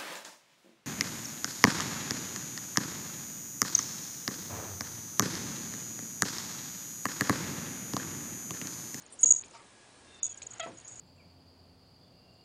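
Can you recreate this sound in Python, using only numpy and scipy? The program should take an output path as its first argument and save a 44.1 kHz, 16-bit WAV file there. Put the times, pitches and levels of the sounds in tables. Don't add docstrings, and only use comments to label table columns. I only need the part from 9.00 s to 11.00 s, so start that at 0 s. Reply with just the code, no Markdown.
import sys
import numpy as np
from scipy import signal
from scipy.io import wavfile
from scipy.ndimage import uniform_filter1d

SR = 44100
rng = np.random.default_rng(int(sys.argv[2]) if len(sys.argv) > 2 else 0)


def decibels_to_gain(level_db):
    exponent = np.asarray(level_db, float) / 20
    return 10 ** exponent


def digitize_waveform(pressure):
    field = np.atleast_2d(pressure).T
    bounded = np.clip(field, -1, 1)
    quanta = np.round(bounded * 32767).astype(np.int16)
    wavfile.write(sys.argv[1], SR, quanta)


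N = 88200


def evened(x):
    return x / np.sqrt(np.mean(x ** 2) + 1e-20)


def add(mix, start_s, sound):
    part = mix[round(start_s * SR):][:len(sound)]
    part += sound[:len(part)]


def resonate(x, hz, width_hz):
    turn = np.exp(2j * np.pi * np.cumsum(hz * np.ones(len(x))) / SR)
    pole = np.exp(-np.pi * width_hz / SR)
    smooth = signal.lfilter([1 - pole], [1, -pole], x / turn + 1e-18)
    return 2 * (turn * smooth).real


def band(x, hz, width_hz):
    return evened(resonate(resonate(x, hz, width_hz), hz, width_hz))


def gate(start_s, length_s, edge_s):
    t = np.arange(N) / SR - start_s
    ramp = np.clip(np.minimum(t, length_s - t) / edge_s + 0.5, 0, 1)
    return np.sin(np.pi / 2 * ramp) ** 2


def hiss():
    # pitch_hz, density_db [dB per Hz]
    colour = [(25, -18.5), (70, -11.5), (250, -1), (900, -6.5), (2000, -11), (5000, -13.5), (9400, -14.5),
              (10200, -21)]
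    level_db, patch_db = -57.5, 0.99
    frames, hz = N // 256 + 5, np.fft.rfftfreq(1024, 1 / SR)
    real, imaginary, patches = rng.standard_normal((frames, 513, 3)).T
    patches = uniform_filter1d(patches, size=10, axis=0)
    patches = evened(uniform_filter1d(patches, size=12, axis=1))
    colour_hz, colour_db = np.transpose(colour)
    curve_db = np.interp(np.log(hz + 1), np.log(colour_hz), colour_db)
    spectrum = (real + 1j * imaginary) * decibels_to_gain(curve_db[:, None] + patch_db * patches)
    noise = signal.istft(spectrum, nperseg=1024, noverlap=768)[1][:N]
    return decibels_to_gain(level_db) * evened(noise)


def hum():
    # pitch_hz, width_hz, level_db
    drones = [(119.8, 11, -77), (77.4, 60, -78)]
    # start_s, length_s, extra_db
    tumbles = [
        (.2, .3, 10),
        (1.003, .2, 8.5),
        (1.245, .8, 10.5),
    ]
    drone = sum(decibels_to_gain(db) * band(rng.standard_normal(N), hz, width_hz) for hz, width_hz, db in drones)
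    swell_db = sum(extra_db * gate(start_s, length_s, 0.05) for start_s, length_s, extra_db in tumbles)
    return drone * decibels_to_gain(swell_db)


def room(x):
    t60_s, level_db = 0.17, -7.5
    t = np.arange(SR // 2) / SR
    taps = (rng.random(len(t)) < 0.05) * rng.choice([-1., 1.], len(t))
    taps *= decibels_to_gain(-60 * t / t60_s) * (t > 0.004)
    return decibels_to_gain(level_db) * signal.fftconvolve(x, taps / np.linalg.norm(taps))[:N]


def scuffs():
    # start_s, length_s, level_db, centre_hz, width_hz
    contacts = [(0.092, 0.0047, -49.5, 9200, 3020), (0.122, 0.022, -51, 8750, 2500),
                (0.209, 0.022, -44, 9000, 2500), (0.235, 0.024, -50, 400, 295.5),
                (0.264, 0.08, -59, 251, 400), (0.316, 0.028, -58, 834, 420), (0.421, 0.12, -64.5, 301, 600),
                (0.529, 0.052, -58.5, 5400, 4000), (1.422, 0.0068, -53.5, 4570, 4030),
                (1.518, 0.068, -59, 1200, 1540), (1.658, 0.025, -43.5, 462, 1100),
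                (1.68, 0.034, -48.5, 330, 710), (1.718, 0.039, -53.5, 218, 500),
                (1.877, 0.01, -45.5, 7220, 1800), (0.125, 0.0017, -46.5, 9300, 2500),
                (0.102, .005, -65, 8700, 2000), (1.917, 0.0083, -65, 7900, 1800),
                (1.955, 0.012, -55, 7150, 1400), (1.994, 0.011, -55, 7450, 2500),
                (1.52, 0.075, -64.5, 2940, 2500)]
    grains_per_s, grain_db = 6000, 2.2
    chance, sign, size = rng.random((len(contacts), N, 3)).transpose(2, 0, 1)
    grains = (chance < grains_per_s / SR) * np.sign(sign - 0.5)
    grains *= decibels_to_gain(-grain_db * np.log(size + 0.0022))
    out = np.zeros(N)
    for grain, (start_s, length_s, db, hz, width_hz) in zip(grains, contacts):
        out += decibels_to_gain(db) * gate(start_s, length_s, 0.49 * length_s) * band(grain, hz, width_hz)
    return signal.sosfilt(signal.butter(2, 140, "high", fs=SR, output="sos"), out)


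def claw_ticks():
    # start_s, peak_db
    snags = [
        (0.4364, -36.5),
        (1.4187, -34),
        (1.7185, -46),
    ]
    # pitch_hz, level_db, t60_s
    modes = [(2450, -3.5, 0.013), (3270, -9, 0.013), (3950, -4, 0.0055), (4600, -8.5, 0.0085),
             (5100, -10.5, 0.0097), (7500, -17, 0.0063)]
    t, out = np.arange(1500) / SR, np.zeros(N)
    ring = sum((-1) ** k * decibels_to_gain(db - 60 * t / t60_s) * np.sin(2 * np.pi * hz * t)
               for k, (hz, db, t60_s) in enumerate(modes))
    for start_s, peak_db in snags:
        add(out, start_s, decibels_to_gain(peak_db) * ring / abs(ring).max())
    return out


def whistles():
    # start_s, length_s, level_db, first_hz, last_hz
    breaths = [
        (1.08, .2, -62, 3660, 3540),
        (1.26, .07, -64, 3520, 3380),
        (1.31, .06, -65, 3250, 3180),
        (1.06, .26, -70, 2760, 2600),
        (.62, .26, -70, 1670, 1660),
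        (.92, .24, -70, 1670, 1650),
        (1.33, .14, -66, 1610, 1640),
    ]
    width_hz, tone_gain = 110, 1.9
    t, noise = np.arange(N) / SR, rng.standard_normal((len(breaths), N))
    out = np.zeros(N)
    for air, (start_s, length_s, db, first_hz, last_hz) in zip(noise, breaths):
        hz = np.interp(t, [start_s, start_s + length_s], [first_hz, last_hz])
        tone = np.sin(2 * np.pi * np.cumsum(hz) / SR)
        whistle = evened(band(air, hz, width_hz) + tone_gain * tone)
        out += decibels_to_gain(db) * gate(start_s, length_s, 0.039) * whistle
    return out


def hollow_shuffle():
    # time_s, effort_db
    effort = [
        (.532, -78),
        (.542, -53),
        (.554, -49),
        (.576, -55.5),
        (.586, -61),
        (.597, -55.5),
        (.62, -60),
    ]
    # pitch_hz, width_hz, level_db
    hollows = [(680, 150, -8), (1230, 220, -1), (2100, 900, -6)]
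    note_hz, note_db = 923.4, 3.5
    time_s, effort_db = np.transpose(effort)
    t = np.arange(time_s[0], time_s[-1], 1 / SR)
    rustle = rng.standard_normal(N)[:len(t)]
    note = decibels_to_gain(note_db) * np.sin(2 * np.pi * note_hz * t)
    huff = sum(decibels_to_gain(db) * band(rustle, hz, width_hz) for hz, width_hz, db in hollows)
    return time_s[0], decibels_to_gain(np.interp(t, time_s, effort_db)) * evened(note + huff)


def squeak():
    # time_s, pitch_hz, effort_db, mouth [0 shut, 1 open], throat_hz
    course = [
        (1.596, 750, -50, .6, 3650),
        (1.599, 730, -36, .4, 3550),
        (1.605, 670, -38, .6, 3350),
        (1.613, 640, -41, .9, 3200),
        (1.625, 644, -44.5, 1.1, 2600),
        (1.634, 663, -35.5, 0, 2700),
        (1.648, 665, -39, -.4, 3250),
        (1.659, 658, -58, .8, 2050),
        (1.69, 655, -68, .8, 1960),
    ]
    harmonics = [0.5, -2, -5, -13, -3.5, -11.5, -24]
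    throat_db, throat_width_hz, shut_db_per_order = 8, 450, -5.5
    roughness, onset_noise_s = 0.25, 0.005
    time_s, *rows = np.transpose(course)
    t = np.arange(time_s[0], time_s[-1], 1 / SR)
    hz, effort_db, mouth, throat_hz = (np.interp(t, time_s, row) for row in rows)
    turns = np.cumsum(hz) / SR
    tone = np.zeros(len(t))
    for k, db in enumerate(harmonics, 1):
        shut_db = shut_db_per_order * (k - 1.0) * (1 - mouth)
        lift_db = throat_db / (1 + ((k * hz - throat_hz) / throat_width_hz) ** 2)
        tone -= decibels_to_gain(db + shut_db + lift_db) * np.cos(2 * np.pi * k * turns - k * k / 4)
    puffs = band(np.exp(-(turns % 1) / 0.33) * rng.standard_normal(N)[:len(t)], 2120, 2200)
    puff_gain = roughness + 0.95 * np.exp(-(t - time_s[0]) / onset_noise_s)
    return time_s[0], decibels_to_gain(effort_db) * (tone + puff_gain * puffs)


def bell():
    # start_s, length_s, level_db, pitch_hz
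    first_shake = [(0.0204, 0.0041, -50.8, 6660.0), (0.0626, 0.0033, -46.8, 6780.0),
                   (0.191, 0.0049, -41.0, 6750.0), (0.1949, 0.0088, -41.3, 6700.0),
                   (0.2042, 0.0057, -40.0, 6770.0), (0.2089, 0.0033, -42.4, 6760.0),
                   (0.2125, 0.0029, -43.0, 6820.0), (0.2159, 0.0074, -42.2, 6710.0),
                   (0.231, 0.0113, -14.3, 6730.0), (0.2425, 0.0031, -15.5, 6760.0),
                   (0.2547, 0.0022, -45.5, 6700.0), (0.2566, 0.0021, -31.3, 6600.0),
                   (0.2586, 0.0034, -15.8, 6750.0), (0.2616, 0.0145, -21.5, 6700.0),
                   (0.2766, 0.0049, -23.0, 6770.0), (0.2815, 0.003, -23.4, 6760.0),
                   (0.2867, 0.0078, -22.4, 6710.0), (0.2946, 0.003, -23.6, 6770.0),
                   (0.3005, 0.003, -38.3, 7170.0), (0.3027, 0.0024, -41.5, 6720.0),
                   (0.3058, 0.0094, -12.2, 6720.0), (0.3156, 0.0023, -29.8, 6990.0),
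                   (0.3198, 0.0044, -12.5, 6750.0), (0.3245, 0.0022, -34.0, 6730.0),
                   (0.3262, 0.0022, -45.9, 6640.0), (0.3327, 0.0042, -27.8, 6670.0),
                   (0.3359, 0.0069, -26.9, 6730.0), (0.3478, 0.0045, -28.5, 6760.0),
                   (0.3527, 0.0022, -50.7, 6730.0), (0.3548, 0.0048, -47.0, 6400.0),
                   (0.362, 0.0078, -27.4, 6710.0), (0.3709, 0.0047, -35.8, 6660.0),
                   (0.3759, 0.0064, -36.5, 6740.0), (0.3829, 0.0067, -36.1, 6700.0),
                   (0.3886, 0.0087, -35.3, 6730.0), (0.4047, 0.0029, -41.4, 6760.0),
                   (0.4103, 0.0052, -39.5, 6700.0), (0.4152, 0.0028, -53.8, 7030.0),
                   (0.4193, 0.0033, -41.8, 6750.0), (0.442, 0.0065, -51.9, 6720.0),
                   (0.4475, 0.0038, -52.7, 6740.0), (0.453, 0.0033, -51.1, 6820.0),
                   (0.4583, 0.0034, -54.2, 6750.0), (0.4615, 0.003, -53.7, 6770.0),
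                   (0.4816, 0.0031, -53.7, 6770.0), (0.5096, 0.003, -49.8, 6820.0)]
    # start_s, length_s, level_db
    later_shakes = [(1.2298, 0.0059, -24.5), (1.2365, 0.0054, -51), (1.2402, 0.0051, -27.5),
                    (1.2468, 0.0035, -28.5), (1.2504, 0.0092, -30), (1.2602, 0.0021, -44),
                    (1.2625, 0.0022, -53), (1.2649, 0.0023, -28.5), (1.2692, 0.0023, -38),
                    (1.273, 0.0089, -43), (1.2916, 0.01, -42), (1.3018, 0.0081, -43), (1.312, 0.0031, -40),
                    (1.3158, 0.0075, -43), (1.3251, 0.0045, -42.4), (1.3428, 0.0044, -44.9),
                    (1.3739, 0.0046, -42.6), (1.3793, 0.0049, -53), (1.384, 0.0057, -53),
                    (1.4208, 0.0026, -35), (1.4288, 0.0041, -40), (1.434, 0.0034, -47),
                    (1.4642, 0.0026, -53.8), (1.467, 0.0064, -36.5), (1.5064, 0.0046, -46),
                    (1.5112, 0.0039, -41), (1.516, 0.0038, -44.0), (1.5198, 0.0039, -45.8),
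                    (1.5345, 0.0023, -42), (1.5356, 0.0071, -46.5), (1.582, 0.0024, -43),
                    (1.5978, 0.0028, -34), (1.6, 0.0058, -35.5), (1.6282, 0.0037, -49),
                    (1.6326, 0.0039, -55), (1.6367, 0.01, -57.5), (1.6478, 0.0021, -49),
                    (1.6507, 0.0034, -52),
                    (1.772, 0.0061, -49.5), (1.781, 0.0083, -47.5), (1.7992, 0.0033, -49),
                   (1.8464, 0.0127, -49), (1.8637, 0.003, -49.4), (1.8683, 0.0047, -49.1),
                   (1.8757, 0.0032, -46), (1.8793, 0.0024, -45), (1.8828, 0.0034, -51),
                   (1.886, 0.0023, -47.3), (1.8878, 0.0026, -46.9), (1.892, 0.0088, -50),
                   (1.903, 0.003, -48), (1.9056, 0.0027, -48), (1.9086, 0.0029, -48), (1.9122, 0.0057, -48),
                   (1.9193, 0.0037, -44), (1.9212, 0.0038, -49), (1.9243, 0.0055, -50),
                   (1.9282, 0.017, -50.5), (1.9456, 0.003, -51.8), (1.9562, 0.0034, -45),
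                   (1.9606, 0.0047, -48.4), (1.97, 0.014, -50), (1.985, 0.003, -50), (1.9938, 0.0021, -53),
                   (1.9954, 0.0023, -36)]
    # start_s, length_s, level_db
    faint_rings = [
        (1.144, .0046, -56),
        (1.555, .008, -59),
        (1.568, 0.012, -59),
        (1.671, 0.0059, -55),
        (1.679, 0.013, -57.5),
        (1.745, .019, -63),
        (1.809, 0.007, -54),
    ]
    bell_hz, short_ring_hz, short_ring_s, edge_s = 6710, 70.4, 0.0056, 0.002
    rattle_db, rattle_hz, rattle_width_hz = -19, 6850, 400
    chink_db, chink_hz, chink_width_hz, skirt_db = -24, 7350, 1250, -12
    chink_share, chink_spread_s = 0.81, 0.004
    noise = rng.standard_normal((4, N))
    rattle = resonate(noise[0], rattle_hz, rattle_width_hz)
    rattle = decibels_to_gain(rattle_db) * band(rattle, rattle_hz, rattle_width_hz)
    chink = band(noise[1], chink_hz, chink_width_hz) + decibels_to_gain(skirt_db) * band(noise[2], 5980, 470)
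    chink *= decibels_to_gain(3 * evened(uniform_filter1d(noise[3], size=150)) - 1)
    t, out = np.arange(N) / SR, np.zeros(N)
    for start_s, length_s, db, *bent in first_shake + later_shakes + faint_rings:
        hz = bent[0] if bent else bell_hz + short_ring_hz * np.exp(-length_s / short_ring_s)
        tone = np.sqrt(2) * np.sin(2 * np.pi * hz * (t - start_s))
        ring_gate = gate(start_s + edge_s / 3, length_s - edge_s / 2, edge_s)
        chink_gate = gate(start_s - chink_spread_s / 2, length_s + chink_spread_s, chink_spread_s)
        out += decibels_to_gain(db) * ring_gate * (tone + rattle)
        out += decibels_to_gain(chink_db + chink_share * db) * chink_gate * chink
    return out


def scene():
    near = scuffs() + claw_ticks()
    add(near, *squeak())
    add(near, *hollow_shuffle())
    return (near + room(near) + whistles() + bell() + hiss() + hum())[None]


def roll_off(x):
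    return signal.sosfilt(signal.butter(12, 10650, fs=SR, output="sos"), x)


def record(dry):
    # start_s, length_s, low_hz, high_hz
    dropouts = [
        (0.037, 0.014, 5800, 7500),
        (0.082, 0.019, 7200, 11000),
        (0.248, 0.0082, 5260, 11000),
        (0.43, 0.009, 5180, 11000),
        (0.47, 0.0087, 6600, 8000),
        (1.2, 0.023, 5770, 10900),
        (1.614, 0.0076, 5800, 11000),
        (1.844, 0.035, 7400, 8900),
    ]
    # start_s, length_s
    starved = [
        (0, .62),
        (1.27, .75),
    ]
    drop_db, hole_share, holes_from_hz, quiet_db = -30, 0.16, 4900, -72
    hz, t, z = signal.stft(dry, SR, nperseg=256, noverlap=192)
    at = np.minimum(t * SR, N - 1).astype(int)
    lost = sum(np.outer((hz > low_hz) & (hz < high_hz), gate(start_s, length_s, 0.0023)[at])
               for start_s, length_s, low_hz, high_hz in dropouts)
    dice = np.kron(rng.random((len(t) // 8 + 1, 33)).T, np.ones((4, 8)))[:len(hz), :len(t)]
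    local = uniform_filter1d(uniform_filter1d(abs(z[0]), size=8, axis=1), size=4, axis=0)
    spans = sum(gate(start_s, length_s, 0.01)[at] for start_s, length_s in starved)
    holes = (dice < hole_share) * (local < decibels_to_gain(quiet_db)) * np.outer(hz > holes_from_hz, spans)
    z = z * decibels_to_gain(drop_db * np.minimum(lost + holes, 1))
    kept = signal.istft(z, SR, nperseg=256, noverlap=192)[1][:, :N]
    kept = signal.oaconvolve(kept, signal.firwin(201, 10200, fs=SR)[None], "same")
    return roll_off(kept)


dry = scene()
out = record(dry)
digitize_waveform(out)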